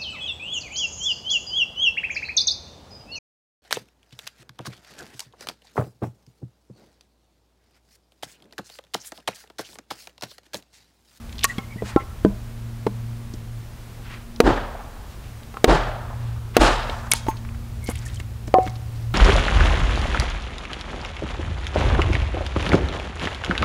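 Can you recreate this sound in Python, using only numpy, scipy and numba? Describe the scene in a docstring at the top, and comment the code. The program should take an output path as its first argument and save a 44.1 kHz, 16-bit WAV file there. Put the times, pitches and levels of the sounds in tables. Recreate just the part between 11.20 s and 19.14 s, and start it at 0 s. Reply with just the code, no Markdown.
"""Splitting billets in a clearing

A hatchet is driven through short billets on a log in a forest clearing, a few metres from one microphone.
Wood knocks as decaying modes under a thud and a noise crack; tearing fibres and bark are bursts of clicks.
Swelling bands of grainy noise give soft swishes and, where narrow, faint unsteady rings near 2 kHz.
Tree trunks return a late, clumped echo and the ground booms; a far motor hums over rumble and hiss.
The recorder ducks its gain after each loud onset and limits hard.
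"""
import sys
import numpy as np
from scipy import signal
from scipy.fft import rfft, irfft
from scipy.io import wavfile
from scipy.ndimage import uniform_filter1d
from numba import njit

SR = 44100
rng = np.random.default_rng(int(sys.argv[2]) if len(sys.argv) > 2 else 0)


def gain_from_decibels(decibels):
    """Convert decibel values to linear amplitude factors."""
    exponent = np.asarray(decibels, float) / 20
    return 10 ** exponent


def master_out(mix):
    """Clip the mix to full scale and print it as 16-bit PCM to the path in sys.argv[1]."""
    frames = np.transpose(np.atleast_2d(mix))
    ceiling = np.clip(frames, -1, 1)
    pcm = np.round(ceiling * 32767).astype(np.int16)
    wavfile.write(sys.argv[1], SR, pcm)


N = 350154
T = np.arange(N) / SR


def unit(x):
    """Normalization: scales a signal to an rms of 1."""
    return x / np.sqrt(np.mean(x ** 2))


def decay(t60, size):
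    """Exponential damping: an envelope that falls 60 dB in t60 seconds."""
    return np.exp(-np.log(1000) * np.arange(size) / SR / t60)


def ring(hz, t60, size):
    """Damped free vibration: one mode as a decaying sine."""
    return np.sin(2 * np.pi * hz * np.arange(size) / SR) * decay(t60, size)


def band(x, hz, width_hz):
    """Band-pass filtering: edges lie width_hz apart with hz as their geometric mean, below 0.45 SR."""
    top = np.sqrt(hz ** 2 + width_hz ** 2 / 4) + width_hz / 2
    edges = [hz ** 2 / top, min(top, 0.45 * SR)]
    return signal.sosfilt(signal.butter(2, edges, "band", fs=SR, output="sos"), x)


def colour(size, points):
    """Spectral shaping: noise of rms 1 that follows (frequency [Hz], density [dB per Hz]) points."""
    hz, db = np.transpose(points)
    f = np.fft.rfftfreq(size, 1 / SR) + 1
    gain = gain_from_decibels(np.interp(np.log(f), np.log(hz), db, left=-99, right=-99))
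    return unit(irfft(rfft(rng.standard_normal(size)) * gain, size))


def walk(rate, size=N):
    """Slow random modulation: about rate fresh values a second, smoothed, spread about 1."""
    hold = int(SR / rate)
    steps = np.repeat(rng.standard_normal(size // hold + 1), hold)
    return np.sqrt(1.5) * uniform_filter1d(steps, hold)[:size]


def add(out, s, x):
    """Superposition: mixes x into out from s seconds on."""
    i = max(int(s * SR), 0)
    out[i:i + len(x)] += x[:N - i]


# normal modes of each struck piece: piece -> (frequency [Hz], level [dB], t60 [s])
PIECE_MODES = { "log": [(203, 1.5, 0.19), (300, 1, 0.079), (430, -0.5, 0.072), (621.4, 2.5, 0.046),
               (836, -15, 0.068), (1000, -13, 0.095), (1500, -40, 0.029), (1503, -18, 0.074)],
               "billet": [(246, 0, 0.053), (330, -13, 0.14), (400, 1.5, 0.035), (471, 13.5, 0.027),
               (617, 6, 0.027), (712, 0, 0.047), (906, -7.5, 0.05), (1087, -4, 0.037), (1400, -26, 0.055)],
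               "shard": [(1123, 5, 0.059), (1335, 3, 0.036), (1885, 6, 0.04), (2670, -4, 0.038)],
               "half": [(456, 10, 0.024), (600, -17, 0.15), (797, 3.5, 0.076), (1070, -1.5, 0.13),
               (1323, -1, 0.11), (2030, -17, 0.043), (2750, -31, .07)], "quarter": [(360.6, -12, 0.19),
               (663, -6, 0.12), (752, -0.5, 0.21), (840, -21, .07), (970, -8, 0.051), (1057, -4, 0.092),
               (1200, -12, 0.054), (1760, -31, 0.11)], "sliver": [(630, -14.5, 0.08), (904, -1, 0.1),
               (1060, -11.5, 0.13), (6430, -30, 0.29), (2600, -32, 0.15)], "hatchet": [(2170, 4.5, 0.059),
               (2690, -33, 0.013), (3280, 4, 0.022), (5000, -31, 0.036), (6740, -33.5, 0.23)], }
# blows: (time [s], piece, thud level [dB], thud frequency [Hz], ring level [dB], crack level [dB])
BLOWS = [ (0.2431, "shard", -32, 1160, -14.5, -5), (.382, "hatchet", -5, 201, -29.5, -24.5),
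         (.384, "half", -30, 800, -33.5, -35), (.559, "log", -12, 196, -42, -60),
         (.622, "log", -7, 450, -28.5, -39), (.762, "half", 13.5, 330, -14, -21.5),
         (1.049, "log", 13.5, 330, -10.5, -23), (1.6662, "log", -1, 403, -23.5, -26.5),
         (1.669, "billet", -7.5, 870, -27, -32.5), (2.139, "log", -18, 275, -45, -48),
         (3.2027, "billet", 16.5, 430, 0, 6), (3.207, "billet", 18, 450, -8, -9),
         (4.341, "half", -31, 800, -40, -40), (4.37, "half", -14, 1210, -39.5, -34.5),
         (4.443, "billet", 16.5, 626, 1.5, 7.5), (5.367, "billet", 13.5, 555, 1, 7),
         (5.694, "log", -13, 520, -36.5, -38), (5.9171, "hatchet", -7, 2190, -17.5, -7.5),
         (5.935, "sliver", -19, 400, -26, -13.5), (6.066, "sliver", -15.5, 600, -29, -31.5),
         (6.084, "sliver", -3, 323, -13, -28), (6.689, "billet", -8, 290, -27, -28),
         (7.0, "hatchet", -23, 300, -48, -27), (7.278, "log", -20, 300, -36.5, -36),
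         (7.341, "quarter", 14, 580, -2, -18), (7.385, "quarter", 6.5, 505, -24, -33.5),
         (7.465, "log", -15, 300, -34, -32), (7.476, "hatchet", -16, 1950, -34, -28)]
# spectrum of the crack: (frequency [Hz], density [dB per Hz])
CRACK_SPECTRUM = [(150, 3), (500, -2.5), (1200, 8.5), (2500, 5.5), (5000, -6), (9000, -14.5),
                  (15700, -17.5)]
CRACK_T60_S, BITE_S = 0.026, 0.002  # fibres give way over a moment
SPOT_DB, ROUGH_DB = 1.5, 1.8  # colour of each blow, random roughness of each mode's level
THUD_T60_S, THUD_SHORTENS = 0.016, 0.38  # t60 at 400 Hz; harder, higher contacts end sooner (power of pitch)
KNOCK_GROUND_DB = -43


def knocks(size=16384):
    """Modal impact: each blow is a contact thud, the piece's modes and a crack; log blows push the ground."""
    out, push = np.zeros(N), np.zeros(N)
    for s, piece, thud_db, thud_hz, ring_db, crack_db in BLOWS:
        modes = np.zeros(size)
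        for hz, db, t60 in PIECE_MODES[piece]:
            level_shift, pitch_shift = rng.standard_normal(2)  # each blow lands elsewhere on the piece
            level = gain_from_decibels(db + SPOT_DB * level_shift + ROUGH_DB * walk(156, size=size))
            modes += level * ring(hz * (1 + 0.0094 * pitch_shift), t60, size)
        modes *= 1 - decay(0.0082, size)  # the ring builds while the contact lasts

        thud = ring(thud_hz, THUD_T60_S * (400 / thud_hz) ** THUD_SHORTENS, size)
        thud *= 1 - decay(3.5 / thud_hz, size)  # the push builds over the first cycle

        crack = colour(size, CRACK_SPECTRUM) * decay(CRACK_T60_S, size) * (1 - decay(BITE_S, size))
        add(out, s, gain_from_decibels(thud_db) * thud + gain_from_decibels(ring_db) * modes + gain_from_decibels(crack_db) * crack)
        if piece == "log":
            push[int(s * SR)] = gain_from_decibels(thud_db + KNOCK_GROUND_DB)
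    return out, push


# fibres tearing and bark snapping: (time [s], nominal level [dB], centre frequency [Hz], time scale [s])
FIBRE_SNAPS = [ (.182, -39, 3970, 0.0056), (.191, -31, 3360, 0.0049), (.208, -38.5, 2900, 0.014),
               (.2295, -27, 2760, 0.0044), (.235, -21, 3950, .006), (.2422, -12.5, 9100, .003),
               (.2475, -16.5, 5700, 0.0059), (2.137, -43, 5200, .0089), (3.161, -39, 4270, 0.0037),
               (4.233, -46, 3480, 0.00235), (5.696, -27.5, 2900, 0.0064), (5.907, -42, 9400, 0.0058),
               (5.9152, -14, 9100, 0.0017), (5.917, -9, 8300, 0.0027), (5.9198, -8.5, 5000, 0.0047),
               (5.9357, -10.5, 8850, .0012), (5.952, -34, 4000, 0.01), (6.109, -44, 1990, 0.021),
               (6.167, -44.5, 3520, 0.017), (6.2495, -37.5, 1500, 0.0048), (6.289, -37.5, 1560, .0043),
               (6.346, -42, 1500, .0054), (6.64, -42, 10000, 0.0127), (6.67, -37.5, 5000, 0.0084),
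               (6.674, -44, 10100, 0.0072), (6.697, -37, 8900, 0.017), (6.712, -38, 10000, 0.0062),
               (6.754, -35, 2500, 0.0064), (6.756, -36.5, 8500, 0.0035), (6.861, -39, 8000, 0.01),
               (7.273, -46, 5860, 0.013), (7.431, -45.5, 6400, 0.0059), (7.547, -53, 5065, .0022)]
# loose bark crackling while pieces are handled: (from [s], to [s], rate [clicks per s], base level [dB])
BARK_CRACKLE = [(0.054, .24, 40, -50), (5.921, 5.998, 250, -49.5), (6.618, 7.017, 90, -51),
                (7.402, 7.56, 51, -49)]
SNAP_WIDTH, SNAP_WIDEST_HZ = 0.61, 4060  # band width over centre, up to a limit


def snaps():
    """Impulsive fracture noise: bursts of tiny clicks rise quickly and die; handling scatters more."""
    out, rows = np.zeros(N), list(FIBRE_SNAPS)
    for start, end, rate, db in BARK_CRACKLE:
        when, size, pitch, length = rng.random((int(rate * (end - start)), 4)).T
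        times = start + (end - start) * when
        levels = db - 2.5 * np.log(size)  # many faint clicks, a few loud ones
        rows += zip(times, levels, 2500 * 2 ** (1.8 * pitch), 0.00063 + 0.012 * length)
    for s, db, hz, length in rows:
        size = int(3 * length * SR)
        clicks = rng.standard_normal(size) * gain_from_decibels(3.1 * rng.exponential(size=size))
        burst = unit(band(clicks, hz, min(SNAP_WIDTH * hz, SNAP_WIDEST_HZ)))
        envelope = 2 * decay(4 * length, size) * (1 - decay(length / 2, size))
        add(out, s, gain_from_decibels(db) * burst * envelope)
    return out


def grainy_swells(rows, width):
    """Band-limited noise: grains in a band swell and fade unevenly; width is band width over centre."""
    out = np.zeros(N)
    for s, db, hz, length in rows:
        size = int(length * SR)
        grain = rng.standard_normal(size) * gain_from_decibels(2 * rng.exponential(size=size))
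        swell = unit(band(grain, hz, width * hz)) * np.hanning(size)
        add(out, s - length / 2, gain_from_decibels(db) * swell * gain_from_decibels(2.5 * walk(59.0, size=size)))
    return out


# sleeves and bark brushing past: (middle [s], level before the swell [dB], centre [Hz], length [s])
BRUSHES = [(.295, -54, 4930, 0.11), (.689, -44.5, 4160, .15), (.31, -45, 1000, 0.082),
           (.7, -39.5, 1200, 0.16), (.809, -39, 1200, 0.049), (2.92, -43.5, 1460, .28),
           (3.92, -53, 3000, 0.12), (4.064, -52.5, 2100, .17), (5.034, -53.5, 2070, 0.5),
           (5.355, -38, 1500, 0.041), (5.75, -49, 4000, .42), (5.96, -37, 4700, 0.077),
           (6.095, -42.5, 8000, .048), (6.705, -35, 1000, .06), (6.732, -48.5, 2960, 0.18),
           (6.85, -49, 1400, 0.33), (6.812, -53, 3300, .094), (6.925, -53.5, 5000, 0.21),
           (7.447, -53, 3920, 0.16), (7.797, -55, 2900, 0.27)]


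def swishes():
    """Broadband noise: wide bands of grain give a soft, unpitched swish."""
    return grainy_swells(BRUSHES, 1.31)


# faint, unsteady rings near 2 kHz, perhaps the hatchet head:
# (middle [s], level before the swell [dB], pitch [Hz], length [s])
HATCHET_RINGS = [(.307, -34.5, 1920, 0.063), (.439, -48.5, 2140, 0.051), (.521, -45.5, 2230, 0.097),
                 (.598, -47.5, 1960, 0.079), (.812, -45, 2090, 0.063), (6.684, -47, 2170, 0.19),
                 (6.868, -42, 1850, .02), (6.972, -41, 3100, 0.013), (7.434, -50, 2170, 0.12)]


def faint_rings():
    """Narrow-band noise: a narrow band of grain is heard as an unsteady pitch."""
    return grainy_swells(HATCHET_RINGS, 0.062)


# echo of the trunks: (frequency [Hz], level [dB], early t60 [s], late share [dB], late t60 [s])
TRUNK_ECHO = [(126, -13, 0.27, -15, 0.65), (189, -8.5, 0.12, -19, .8), (293, -2, 0.21, -29.5, 1.07),
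              (450, -3, 0.21, -21.5, 1.05), (707, -5.5, 0.28, -13.5, 1.38), (1000, -9.5, 0.33, -16.5, 1.93),
              (1400, -10, .4, -15, 1.61), (2100, -21, 0.17, -5, 0.94), (2900, -18, 0.18, -4, 0.77),
              (3960, -19, 0.24, -9, 0.78), (6000, -25, 0.26, -10, 0.64), (8000, -28, 0.17, -13, 0.65),
              (12600, -50, 0.16, -23, .4)]
CLEARING_S = 0.02  # silence while sound crosses the clearing


def trees(bright_db, swell_s, lumpy_db=1.3, size=70000):
    """Multiple scattering: delayed trunk echoes swell, then die by band; bright_db tilts them per octave."""
    t = np.arange(size) / (SR * swell_s)
    swell = t ** 2.3 / (1 + t ** 2.3)
    after = np.maximum(np.arange(size) - int(swell_s * SR), 0)  # the dying starts after swell_s
    clumps = gain_from_decibels(lumpy_db * walk(159.2, size=size))  # trunks stand in groups
    echo = np.zeros(size)
    for hz, db, early_t60, late_db, late_t60 in TRUNK_ECHO:
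        noise = band(rng.standard_normal(size), hz, 0.64 * hz)
        noise = unit(band(noise, hz, 0.64 * hz))  # a second pass steepens the band
        level = gain_from_decibels(db + bright_db * np.log2(hz / 1000) + lumpy_db * walk(111.3, size=size))
        fall = decay(early_t60, size) + gain_from_decibels(late_db) * decay(late_t60, size)
        echo += level * noise * fall[after]
    return np.r_[np.zeros(int(CLEARING_S * SR)), echo * clumps * swell]


def handling_echo(near):
    """Reverberation by convolution: knocks and snaps, held to full scale, return faintly from the trunks."""
    return gain_from_decibels(-64) * signal.fftconvolve(np.clip(near, -1, 1), trees(9.6, 0.022))[:N]


# full swings that the whole clearing answers:
# (time [s], echo level [dB], brightness [dB per octave], swell [s], ground push [dB])
FULL_SWINGS = [(3.204, -12, -1.5, 0.044, -15), (4.444, -8.5, -0.5, 0.032, -10.5),
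               (5.365, -6, 2, 0.038, -10)]


def swing_echoes():
    """Impulse response: each full swing excites the clearing's echo and pushes the ground once."""
    echo, push = np.zeros(N), np.zeros(N)
    for s, echo_db, bright_db, swell_s, ground_db in FULL_SWINGS:
        add(echo, s, gain_from_decibels(echo_db) * trees(bright_db, swell_s))
        push[int(s * SR)] += gain_from_decibels(ground_db)
    return echo, push


# resonances of the soil: (frequency [Hz], level [dB], t60 [s])
SOIL_MODES = [(37.7, -4, 1), (48.8, 3, 0.3)]
GROUND_LAG_S = 0.0326


def ground(push, size=40000):
    """Slow ground wave: the soil carries each push as a late boom of modes that start opposed and beat."""
    boom = np.zeros(size)
    for k, (hz, db, t60) in enumerate(SOIL_MODES):
        boom += (-1) ** k * gain_from_decibels(db) * ring(hz, t60, size)
    return signal.fftconvolve(push, np.r_[np.zeros(int(GROUND_LAG_S * SR)), boom])[:N]


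# mean course of the far motor: (time [s], rms level [dB], octave rms level [dB])
MOTOR_LEVELS = [(0.0, -54, -45.5), (0.44, -39.5, -59), (0.95, -42, -50.5), (1.17, -38.5, -43),
                (1.68, -29.5, -53.5), (2.12, -38, -46), (2.54, -36.5, -57), (3.45, -50, -40.5),
                (3.69, -53.5, -55.5), (4.2, -47.5, -52.5), (4.64, -34, -54), (5.42, -38.5, -52.5),
                (5.9, -40, -43.5), (6.17, -34, -48.5), (7.28, -34.5, -48), (7.94, -25.5, -69)]
HUM_HZ = 115.1


def motor():
    """Harmonic tone in moving air: a far drone and its octave waver with the air between."""
    s, db, octave_db = np.transpose(MOTOR_LEVELS)
    phase = 2 * np.pi * np.cumsum(HUM_HZ + 0.894 * walk(8.9)) / SR
    low = gain_from_decibels(np.interp(T, s, db) + 2.6 * walk(8.6)) * np.sin(phase)
    high = gain_from_decibels(np.interp(T, s, octave_db) + 3.43 * walk(3.9)) * np.sin(2 * phase)
    return np.sqrt(2) * (low + high)  # peak of a sine over its rms


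# mean course of wind and far rumble: (time [s], level [dB])
RUMBLE_LEVELS = [(0.0, -39), (0.66, -38.5), (2.63, -44.5), (3.32, -41), (3.65, -41), (4.71, -38),
                 (5.04, -40), (5.31, -36), (7.34, -33.5), (7.94, -36.5)]
# spectrum of the hiss: (frequency [Hz], density [dB per Hz])
AIR_SPECTRUM = [(100, 0), (160, 3.5), (310, -2.5), (500, -6), (1000, -9), (2000, -13.5), (4000, -17.5),
                (8000, -21.5), (15700, -24.5)]
AIR_DB, DEEP_DB = -46.5, -43  # mean levels; the deepest rumble wanders on its own


def air():
    """Stationary shaped noise: hiss of leaves and electronics over two wandering bands of rumble."""
    rumble_db = np.interp(T, *np.transpose(RUMBLE_LEVELS))
    deep = gain_from_decibels(DEEP_DB + 2.5 * walk(2.2)) * unit(band(rng.standard_normal(N), 33.0, 31.0))
    rumble = gain_from_decibels(rumble_db + 1.86 * walk(3.054)) * unit(band(rng.standard_normal(N), 68.6, 43.3))
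    hiss = gain_from_decibels(AIR_DB + 0.33 * walk(2.39)) * colour(N, AIR_SPECTRUM)
    return hiss + deep + rumble


def scene():
    """Superposition: near wood and its echoes over the far sounds."""
    blows, log_push = knocks()
    near = blows + snaps()
    echo, swing_push = swing_echoes()
    echo += handling_echo(near)
    boom = ground(log_push + swing_push)
    return (near + swishes() + faint_rings() + echo + boom + motor() + air())[None]


@njit
def duck(x, top, attack, release, recover):
    """Feedforward compression: gain follows the peaks above top, a little too late for the first cycles."""
    y, envelope, gain = np.empty(len(x)), 0., 1.
    for i in range(len(x)):
        envelope = max(abs(x[i]), envelope * release)
        want = min(1., top / (envelope + 1e-9))
        gain += (want - gain) * (attack if want < gain else recover)
        y[i] = gain * x[i]
    return y


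def band_limit(x):
    """A steep low-pass at the top of the band."""
    return signal.sosfilt(signal.butter(12, 17090, fs=SR, output="sos"), x)


DUCK_DB = -6  # peak level above which the gain falls
ATTACK_S, RELEASE_S, RECOVER_S = 0.0015, 0.0072, 0.0021  # time constants: gain fall, peak memory, gain rise


def record(dry):
    """Dynamic range limiting: gain control, then hard limiting at full scale."""
    attack, recover = 1 / (ATTACK_S * SR), 1 / (RECOVER_S * SR)
    release = np.exp(-1 / (RELEASE_S * SR))
    ducked = duck(dry[0], float(gain_from_decibels(DUCK_DB)), attack, release, recover)
    mix = np.clip(ducked, -1, 1)[None]
    return band_limit(mix)


dry = scene()
out = record(dry)
master_out(out)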